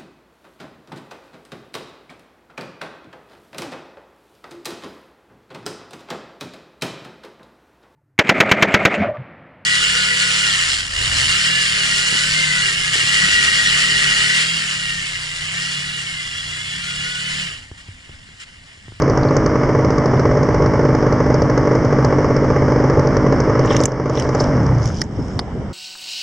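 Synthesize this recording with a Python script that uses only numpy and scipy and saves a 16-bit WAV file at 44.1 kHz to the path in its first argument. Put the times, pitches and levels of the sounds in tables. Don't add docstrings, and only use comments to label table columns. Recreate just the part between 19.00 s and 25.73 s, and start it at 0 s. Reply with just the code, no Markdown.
import sys
import numpy as np
from scipy import signal
from scipy.fft import rfft, irfft
from scipy.io import wavfile
from scipy.ndimage import uniform_filter1d

SR = 44100
rng = np.random.default_rng(int(sys.argv[2]) if len(sys.argv) > 2 else 0)


def file_out(sig):
    cols = np.atleast_2d(sig).T
    lim = np.clip(cols, -1, 1)
    pcm = np.round(lim * 32767).astype(np.int16)
    wavfile.write(sys.argv[1], SR, pcm)


def boost(x):
    u = np.asarray(x, float) / 20
    return 10 ** u


N = 296773
TIME = np.arange(N) / SR
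IDLE_HZ = 51.3
BREATH_LAG_S = .008

CATCHES = [1.275, 1.294, 1.333, 1.353, 1.411, 1.602, 1.64, 1.832, 2.046, 2.733, 3.206, 3.422, 3.973, 4.051,
           4.244, 4.304, 4.477]


def engine():
    angle = crank()
    fired, _, knock = firings().T
    strength_db = np.where(knock, 4.4, 4.9) + .7 * rng.standard_normal(len(fired))
    pops = train(fired, boost(strength_db))

    turns = TIME[1:][np.diff(np.floor(angle + 1e-6)) > 0]
    chance = rng.standard_normal((400, 4))[:len(turns)]
    since_cut = turns - fired[-1]

    missed = abs(turns[:, None] - fired).min(1) > .005
    last_fired = fired[np.maximum(np.searchsorted(fired, turns) - 1, 0)]
    waited = np.round((turns - last_fired) * IDLE_HZ).clip(1, 3)
    caught = abs(turns[:, None] - CATCHES).min(1) < .006
    weak_db = -9 + 9.5 * caught + 3 * (waited - 1) * (since_cut < 0)
    weak_db -= 161 * np.maximum(since_cut - 0.26, 0)
    weak = train(turns + .0002 * chance[:, 0], missed * boost(weak_db + 1.2 * chance[:, 1]))

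    pump_db = np.interp(since_cut, [0, 0.1], [2, 6])
    pump_db -= 3 * (np.interp(turns, TIME, speed()) < .39)
    breaths = train(turns + BREATH_LAG_S + .0002 * chance[:, 2], boost(pump_db + 1.5 * chance[:, 3]))

    kicks = train(turns - .002, boost(-5 + 2.5 * chance[:, 1]))
    mechanical = clatter(kicks, pops)
    pipes = exhaust(pops + weak) + intake(breaths) + crankcase(breaths)
    pipes = pipes + hum(angle - 0.044) + boom(angle)
    return below(pipes * boost([[-.3], [.3]]), 3400) + mechanical


# time in seconds, rattle peak in dB.
KNOCKS = [(.0204, -21), (.0986, -21), (.1748, -22), (.3667, -15), (.462, -17), (.8476, -25), (.9053, -23),
          (.9821, -22), (1.058, -20), (1.196, -25), (1.431, -24), (1.5453, -24), (1.6608, -26),
          (1.9502, -22), (2.1254, -26), (2.3426, -20), (2.4199, -22), (2.4986, -26), (2.5771, -22),
          (2.7527, -27), (2.8475, -26), (3.0467, -18), (3.365, -23), (3.8996, -23), (3.9943, -24),
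          (4.0718, -24), (4.1682, -20), (4.3247, -26), (4.4027, -20), (4.593, -22)]
SKIPS = [.0792, .5568, .6927, .751, 1.6222, 1.7943, 1.8526, 2.0269, 2.2633, 2.3031, 2.6742, 2.7135, 3.6821,
         3.722, 3.7618, 3.8016, 4.5542, 4.7074, 4.8049, 4.8809, 4.9204, 4.9993, 5.0588, 5.0982, 5.1749,
         5.2527, 5.4077]


def firings():
    listed = sorted([(s, 1) for s, _ in KNOCKS] + [(s, 0) for s in SKIPS])
    beat_turns = 3
    rows = [(listed[0][0], 2, 1)]
    for (a, knock), (b, next_knock) in zip(listed, listed[1:]):
        turns, last = round((b - a) * IDLE_HZ), rows[-1][1]
        rest_turns = 3 if knock else 2
        beats = range(turns - beat_turns, rest_turns - 1, -beat_turns)
        rows += [(a + (b - a) * k / turns, last + k, 0) for k in reversed(beats)]
        rows.append((b, last + turns, next_knock))
    return np.array(rows)


# time in seconds, crank speed in turns per s.
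RUN_DOWN = [
    (5.408, 51.3),
    (5.48, 49.5),
    (5.55, 42),
    (5.63, 35.5),
    (5.72, 31),
    (5.78, 23.5),
    (5.85, 17.7),
    (5.95, 0),
]


def speed():
    return np.interp(TIME, *np.transpose(RUN_DOWN)) / IDLE_HZ


def crank():
    s, turns, _ = firings().T
    s, turns = np.r_[s[0] - 2 / IDLE_HZ, s], np.r_[0, turns]
    after = np.clip(np.searchsorted(s, TIME), 1, len(s) - 1)
    sag = 90 / 2 * np.maximum((TIME - s[after - 1]) * (s[after] - TIME), 0)
    coasted = np.cumsum((TIME > s[-1]) * speed() * IDLE_HZ) / SR
    return np.interp(TIME, s, turns) + sag + coasted


# frequency in Hz, width in Hz, level in dB, sign.
EXHAUST = [(297, 120, -23, -0.84), (436, 92, -7.5, -0.95), (552, 43.6, -15, 1), (597, 22.7, -16.5, -0.62),
           (856, 20, -30, 0.98), (1120, 80, -23, -0.84)]
# frequency in Hz, width in Hz, level in dB, sign.
SILENCER = [(118, 22, -30.5, 0.58), (131, 7.55, -10, -0.63)]


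def exhaust(burns):
    pipe = ring(burns, EXHAUST, rise_s=.0022)
    return pipe + ring(np.roll(burns, -50), SILENCER, rise_s=0.0036, late_s=0.015)


# frequency in Hz, width in Hz, level in dB, sign.
INTAKE = [(70, 19, -25, 1), (122.4, 27, -12.5, 0.61), (260, 40, -23, 0.68)]


def intake(breaths):
    low = ring(breaths, INTAKE[:2], rise_s=0.007, late_s=0.011)
    return low + ring(breaths * speed() ** 3, INTAKE[2:], rise_s=0.006, late_s=0.011)


# frequency in Hz, width in Hz, level in dB, sign.
CRANKCASE = [(72, 17, -10, 0.59), (120.4, 27.5, -2, 0.99)]


def crankcase(breaths):
    return ring(breaths * (1 - speed()), CRANKCASE, rise_s=0.005, late_s=0.012)


# multiple of crank speed, level in dB.
ORDERS_DB = [(4, -40), (5, -26), (6, -26), (9, -39.5)]


def hum(angle):
    wobble = angle + .012 * drift(9.4)
    lines = sum(boost(db + 1.1 * drift(35)) * np.cos(2 * np.pi * k * wobble) for k, db in ORDERS_DB)
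    return -np.sqrt(2) * lines * boost(1.54) * speed() ** 0.99


# frequency in Hz, width in Hz, level in dB.
BOOMS = [(275, 35, -28), (560, 60, -31)]


def boom(angle):
    share = speed()
    opened = np.clip((TIME - SKIPS[-1]) / .05, 0, 1) * np.clip((share - .4) / .2, 0, 1)
    lagged = angle - BREATH_LAG_S * share * IDLE_HZ
    out = 0
    for k in range(2, 15):
        swell = sum(boost(db) / (1 + ((k * share * IDLE_HZ - hz) / width) ** 2) for hz, width, db in BOOMS)
        out = out + swell * np.cos(2 * np.pi * k * lagged + .4 * k * k)
    return np.sqrt(2) * opened * out


# frequency in Hz, density in dB per Hz.
CLATTER = [(30, -42), (55, -30.5), (250, -36.5), (610, -32.5), (660, -40), (1150, -40.5), (1400, -46),
           (2200, -51), (2900, -66.5), (3900, -81.5), (5400, -57.5), (6600, -71), (8000, -100.5),
           (11500, -120)]


def clatter(kicks, pops):
    t = np.arange(1500) / SR
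    puff = np.exp(-t / 0.005) * (1 - np.exp(-t / 0.0007)) ** 2
    slap = np.exp(-t / 0.0013) * (1 - np.exp(-t / 0.004))
    shaken = pops * boost(2.5 * np.clip(rng.standard_normal(N), -2, 1))
    kicks = kicks + np.roll(shaken, -90)

    whole = noise(CLATTER, patchy_db=0.5)
    treble = signal.sosfilt(signal.butter(4, 3600, "high", fs=SR, output="sos"), whole)
    body = below(whole, 700)
    gate = 0.56 + 0.56 * signal.oaconvolve(kicks, puff)[:N]
    slaps = 3.7 * treble * signal.oaconvolve(np.roll(kicks, 45), slap)[:N]
    mixed = .45 * body + (whole - body) * gate + slaps
    return below(mixed, 14000) * boost(-15) * (speed() + 0.006) ** 0.67


def harness():
    out = np.zeros((2, N + 3000))
    chance = rng.standard_normal((150, 3))
    for at, sound in rattles(chance) + buckles(chance) + clips():
        out[:, at:at + 3000] += sound
    return out[:, :N] + straps() + chime()


def rattles(chance):
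    shaken = [(s, db, 0) for s, db in KNOCKS]
    shaken += [(s, -42, 0.83) for s, _, knock in firings() if not knock]
    return [tick(s - 0.00072, db + spread_db * c[0], 5430 + 48 * c[1], pan_db=-2.5, body_db=-30, t60=.025,
                 burst_s=.0032, air=.04, top_hz=9500, body_hz=1500)
            for (s, db, spread_db), c in zip(shaken, chance)]


# time in seconds, peak in dB,
# ring in Hz.
BUCKLES = [(.2319, -24, 4400), (.2862, -27, 4400), (1.168, -30, 2800), (4.6473, -27, 5750),
           (4.6757, -24, 2740), (4.7042, -18, 3060), (4.6615, -30, 6500), (4.726, -24, 5760),
           (4.7095, -22, 3000), (4.757, -23, 3050), (4.771, -24, 5800), (4.803, -16, 5290),
           (4.8553, -2, 6870), (5.1522, -23, 5220), (5.1721, -19, 3330), (5.243, -26, 5400),
           (5.4065, -20, 5800), (5.3487, -19, 5730), (5.4016, -14, 5240), (5.44, -19, 5260),
           (5.664, -24, 5500), (5.7832, -28, 5480), (5.8196, -25, 5390), (5.829, -24, 5500),
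           (5.84, -25, 5700), (5.867, -24, 5400), (5.875, -23, 5700), (5.887, -24, 5600),
           (4.6568, -27, 6500), (4.7181, -16, 2000), (4.7321, -24, 5700), (4.7455, -20, 2030),
           (4.8125, -22, 6800), (4.9181, -21, 5340), (5.0962, -20, 5710), (5.2903, -22, 5420),
           (5.5671, -31, 5310), (5.631, -34, 5830), (5.719, -19, 900), (5.7487, -30, 5540),
           (5.9, -19, 1410), (5.9692, -26, 5300), (6.0085, -22, 5200), (6.038, -26, 6500),
           (6.478, -25, 800)]


def buckles(chance):
    return [tick(s, db, hz, pan_db=-.7 + 0.81 * c[2], body_db=-27, t60=.022, burst_s=.0011,
                 air=.055 * (hz / 6000) ** 3, top_hz=12500 if db > -5 else 9500)
            for (s, db, hz), c in zip(BUCKLES, chance)]


# time in seconds, peak in dB, ring in Hz, body level in dB, body in Hz.
CLIPS = [
    (4.7655, -11, 6050, -18, 2900),
    (4.8359, -12, 5940, -24, 3200),
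    (5.1976, -11, 5760, -22, 2400),
    (5.222, -18, 5250, -20, 2600),
    (5.8561, -16, 5670, -29, 2800),
    (6.0148, -9, 5500, -30, 3400),
    (6.0166, -6.5, 5300, -19, 1800),
    (6.3914, -10, 4880, -17, 850),
    (6.3916, -17, 3500, -12, 1700),
    (6.3948, -19, 4700, -16, 1150),
]


def clips():
    return [tick(s, db, hz, pan_db=-1.5, body_db=body_db, t60=.019, burst_s=.0013,
                 air=.24 * (hz / 6000) ** 3, top_hz=9700, body_hz=body_hz)
            for s, db, hz, body_db, body_hz in CLIPS]


# frequency in Hz, density in dB per Hz.
RUSTLE = [(1400, -26), (2300, -1.5), (3050, -4.5), (3700, -10.5), (4400, -18), (5300, 1), (6300, -8.5),
          (8300, -23), (10200, -29), (12500, -75)]
# hold start in seconds, hold in seconds, level in dB,
# extra level of the part under 4 kHz in dB, release in dB per s.
STRAPS = [
    (4.71, 0.019, -40.5, 9.5, 121),
    (4.8, 0.097, -39, -13, 480),
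    (5.182, 0.0083, -31, 1, 173),
    (5.409, 0.0075, -35, -6, 199),
    (5.86, 0.0096, -38.5, -5, 140),
    (5.953, 0.059, -39.5, -6.5, 503),
    (6.04, 0.094, -58.5, -10, 97),
    (6.22, 0.17, -48, -10, 400),
]


def straps():
    grain = evened(boost(2.8 * drift(250)))
    rub = noise(RUSTLE, patchy_db=3, apart=1.2)
    dull = signal.sosfiltfilt(signal.butter(4, 4000, fs=SR, output="sos"), rub)
    out = 0
    for s, hold, db, dull_db, release in STRAPS:
        rise_db = 171 * np.maximum(s - TIME, 0)
        stroke = boost(db - rise_db - release * np.maximum(TIME - s - hold, 0))
        out = out + (rub + dull * (boost(dull_db) - 1)) * grain * stroke
    return out


# start in seconds, rise in seconds, level in dB, frequency in Hz, t60 in seconds.
RINGS = [
    (5.391, .01, -22, 5230, .07),
    (6.392, .001, -27, 5100, .06),
]


def chime():
    out = 0
    for s, rise, db, hz, t60 in RINGS:
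        t = np.maximum(TIME - s, 0)
        fade = boost(db - 60 * np.maximum(t - rise, 0) / t60)
        out = out + np.minimum(t / rise, 1) * fade * np.sin(2 * np.pi * hz * t)
    return out


# frequency in Hz, density in dB per Hz.
WIND = [(20, -24), (45, -15.5), (90, -4.5), (200, -10), (320, -13.5), (500, -20.5), (1500, -34),
        (2300, -38.5), (3100, -44), (4100, -57), (5400, -45), (6600, -57), (8300, -58), (11500, -100)]
# time in seconds, length in seconds, level over the calm in dB.
PUFFS = [
    (6.01, 0.03, 2),
    (6.192, .014, 6),
    (6.22, 0.03, 1),
    (6.303, 0.06, 2),
    (6.373, 0.02, 2),
    (6.1, .03, -2),
    (6.61, 0.02, 2),
    (6.44, .04, -3),
]


def wind():
    air = noise(WIND, patchy_db=1.2, apart=4)
    low = below(air, 700)
    lumps = evened(boost(0.32 * drift(30)))
    gust_db = sum(db * np.exp(-((TIME - s) / length) ** 2) for s, length, db in PUFFS)
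    wash = np.sqrt(speed())
    buffet = low * lumps * boost(-24.5 + 3.5 * wash + gust_db)
    return buffet + evened(air - low) * boost(-40 + 1.5 * wash + .25 * gust_db)


NOTCH_HZ = 2533


def tick(s, db, hz, pan_db, body_db, t60, burst_s, air, top_hz, body_hz=2100):
    t = np.arange(3000) / SR
    burst = rng.standard_normal((3, 3000))
    fade = (1 - np.exp(-t / 0.00048)) * (np.exp(-t / burst_s) + 1.4 * boost(-60 * t / t60))
    burst = (burst[0] + 0.42 * burst[1:]) * fade
    bright = band(burst, hz * .87, hz * 1.13) + air * burst * [[.7], [1.2]]
    bright = band(bright, min(1500, hz / 2), top_hz)
    bright = signal.sosfilt(signal.butter(6, 1.1 * top_hz, fs=SR, output="sos"), bright)
    body = band(burst, .75 * body_hz, 1.3 * body_hz)
    sound = bright / abs(bright).max() + boost(min(body_db, -12) + 15.0) * body / abs(body).max()
    sound = signal.lfilter(*signal.iirnotch(NOTCH_HZ, 5, SR), sound)
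    return round(s * SR), boost(db) * sound * boost([[pan_db / 2], [-pan_db / 2]])


# frequency in Hz, left-right likeness from 0 to 1.
SAME = [(30, 1), (60, .99), (120, 0.99), (240, 0.99), (490, 0.99), (970, 0.98), (1950, 0.85), (3920, 0.72),
        (7870, 0.98)]
# frequency in Hz, left over right in dB.
TILT = [(60, 0.0), (160, -0.5), (420, -0.5), (1120, -0.4), (2970, -0.45), (7870, -0.5)]


def noise(spectrum, patchy_db, apart=0.96):
    frames, hz = N // 256 + 5, np.fft.rfftfreq(1024, 1 / SR)
    a, b, c, d, patches = rng.standard_normal((frames, 513, 5)).T
    patches = evened(uniform_filter1d(uniform_filter1d(patches, size=10, axis=0), size=8, axis=1))
    same = np.clip(1 - apart * (1 - read(SAME, hz)), 0, 1)[:, None]
    left, tilt_db = a + 1j * b, read(TILT, hz)[:, None] / 2
    right = same * left + np.sqrt(1 - same ** 2) * (c + 1j * d)
    z = np.array([left * boost(tilt_db), right / boost(tilt_db)])
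    dip_db = -10 * np.exp(-((hz - NOTCH_HZ) / 237) ** 2)
    z *= boost((read(spectrum, hz) + dip_db)[:, None] + patchy_db * patches)
    return evened(signal.istft(z, nperseg=1024, noverlap=768)[1][:, :N])


def ring(pulses, modes, rise_s, late_s=0):
    t = np.arange(-200, 6000) / SR
    swell = np.sin(np.pi / 2 * np.clip((t + rise_s) / (rise_s + late_s), 0, 1)) ** 2
    shape = 0
    for hz, width, db, sign in modes:
        shape = shape + sign * boost(db) * np.exp(-np.pi * width * abs(t)) * np.cos(2 * np.pi * hz * t)
    return signal.oaconvolve(pulses, swell * shape)[200:N + 200]


def train(s, size):
    return np.bincount(np.clip(np.round(s * SR).astype(int), 0, N - 1), size, N)


def drift(hz):
    z = rfft(rng.standard_normal(9600))
    z_hz = np.arange(len(z)) * SR / (32 * 9600)
    slow = irfft(z / (1 + (z_hz / hz) ** 4))
    return evened(np.interp(np.arange(N) / 32, np.arange(9600), slow))


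def evened(x):
    return x / np.sqrt(np.mean(x ** 2) + 1e-20)


def read(points, hz):
    f, value = np.transpose(points)
    return np.interp(np.log(hz + 1), np.log(f + 1), value)


def below(x, edge_hz):
    padded = np.pad(x, [(0, 0), (127, 127)], "reflect")
    return signal.oaconvolve(padded, signal.firwin(255, edge_hz, fs=SR)[None], "valid")


def band(x, lo_hz, hi_hz):
    return signal.lfilter(*signal.butter(2, [lo_hz, hi_hz], "band", fs=SR), x)


def scene():
    return engine() + harness() + wind()


def low_pass(x):
    return signal.sosfilt(signal.butter(12, 15600, fs=SR, output="sos"), x)


def record(dry):
    treble = signal.sosfilt(signal.butter(4, 3000, "high", fs=SR, output="sos"), dry.mean(0))
    peak_db = 20 * np.log10(abs(treble) + 1e-6)
    fall = TIME * 13.8
    over_db = np.maximum(np.maximum.accumulate(np.maximum(peak_db + 11, 0) + fall) - fall, 0)
    pull = np.exp(-1 / (.006 * SR))
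    ducked = dry / boost(signal.lfilter([1 - pull], [1, -pull], over_db))
    squeezed = ducked + below(np.tanh(ducked / 1.05) * 1.05 - ducked, 4000)
    closing = np.minimum((TIME[-1] - TIME) / .004, 1)
    dulled = closing * signal.sosfilt(signal.butter(2, 12000, fs=SR, output="sos"), squeezed)
    return low_pass(dulled)


dry = scene()
out = record(dry)
file_out(out)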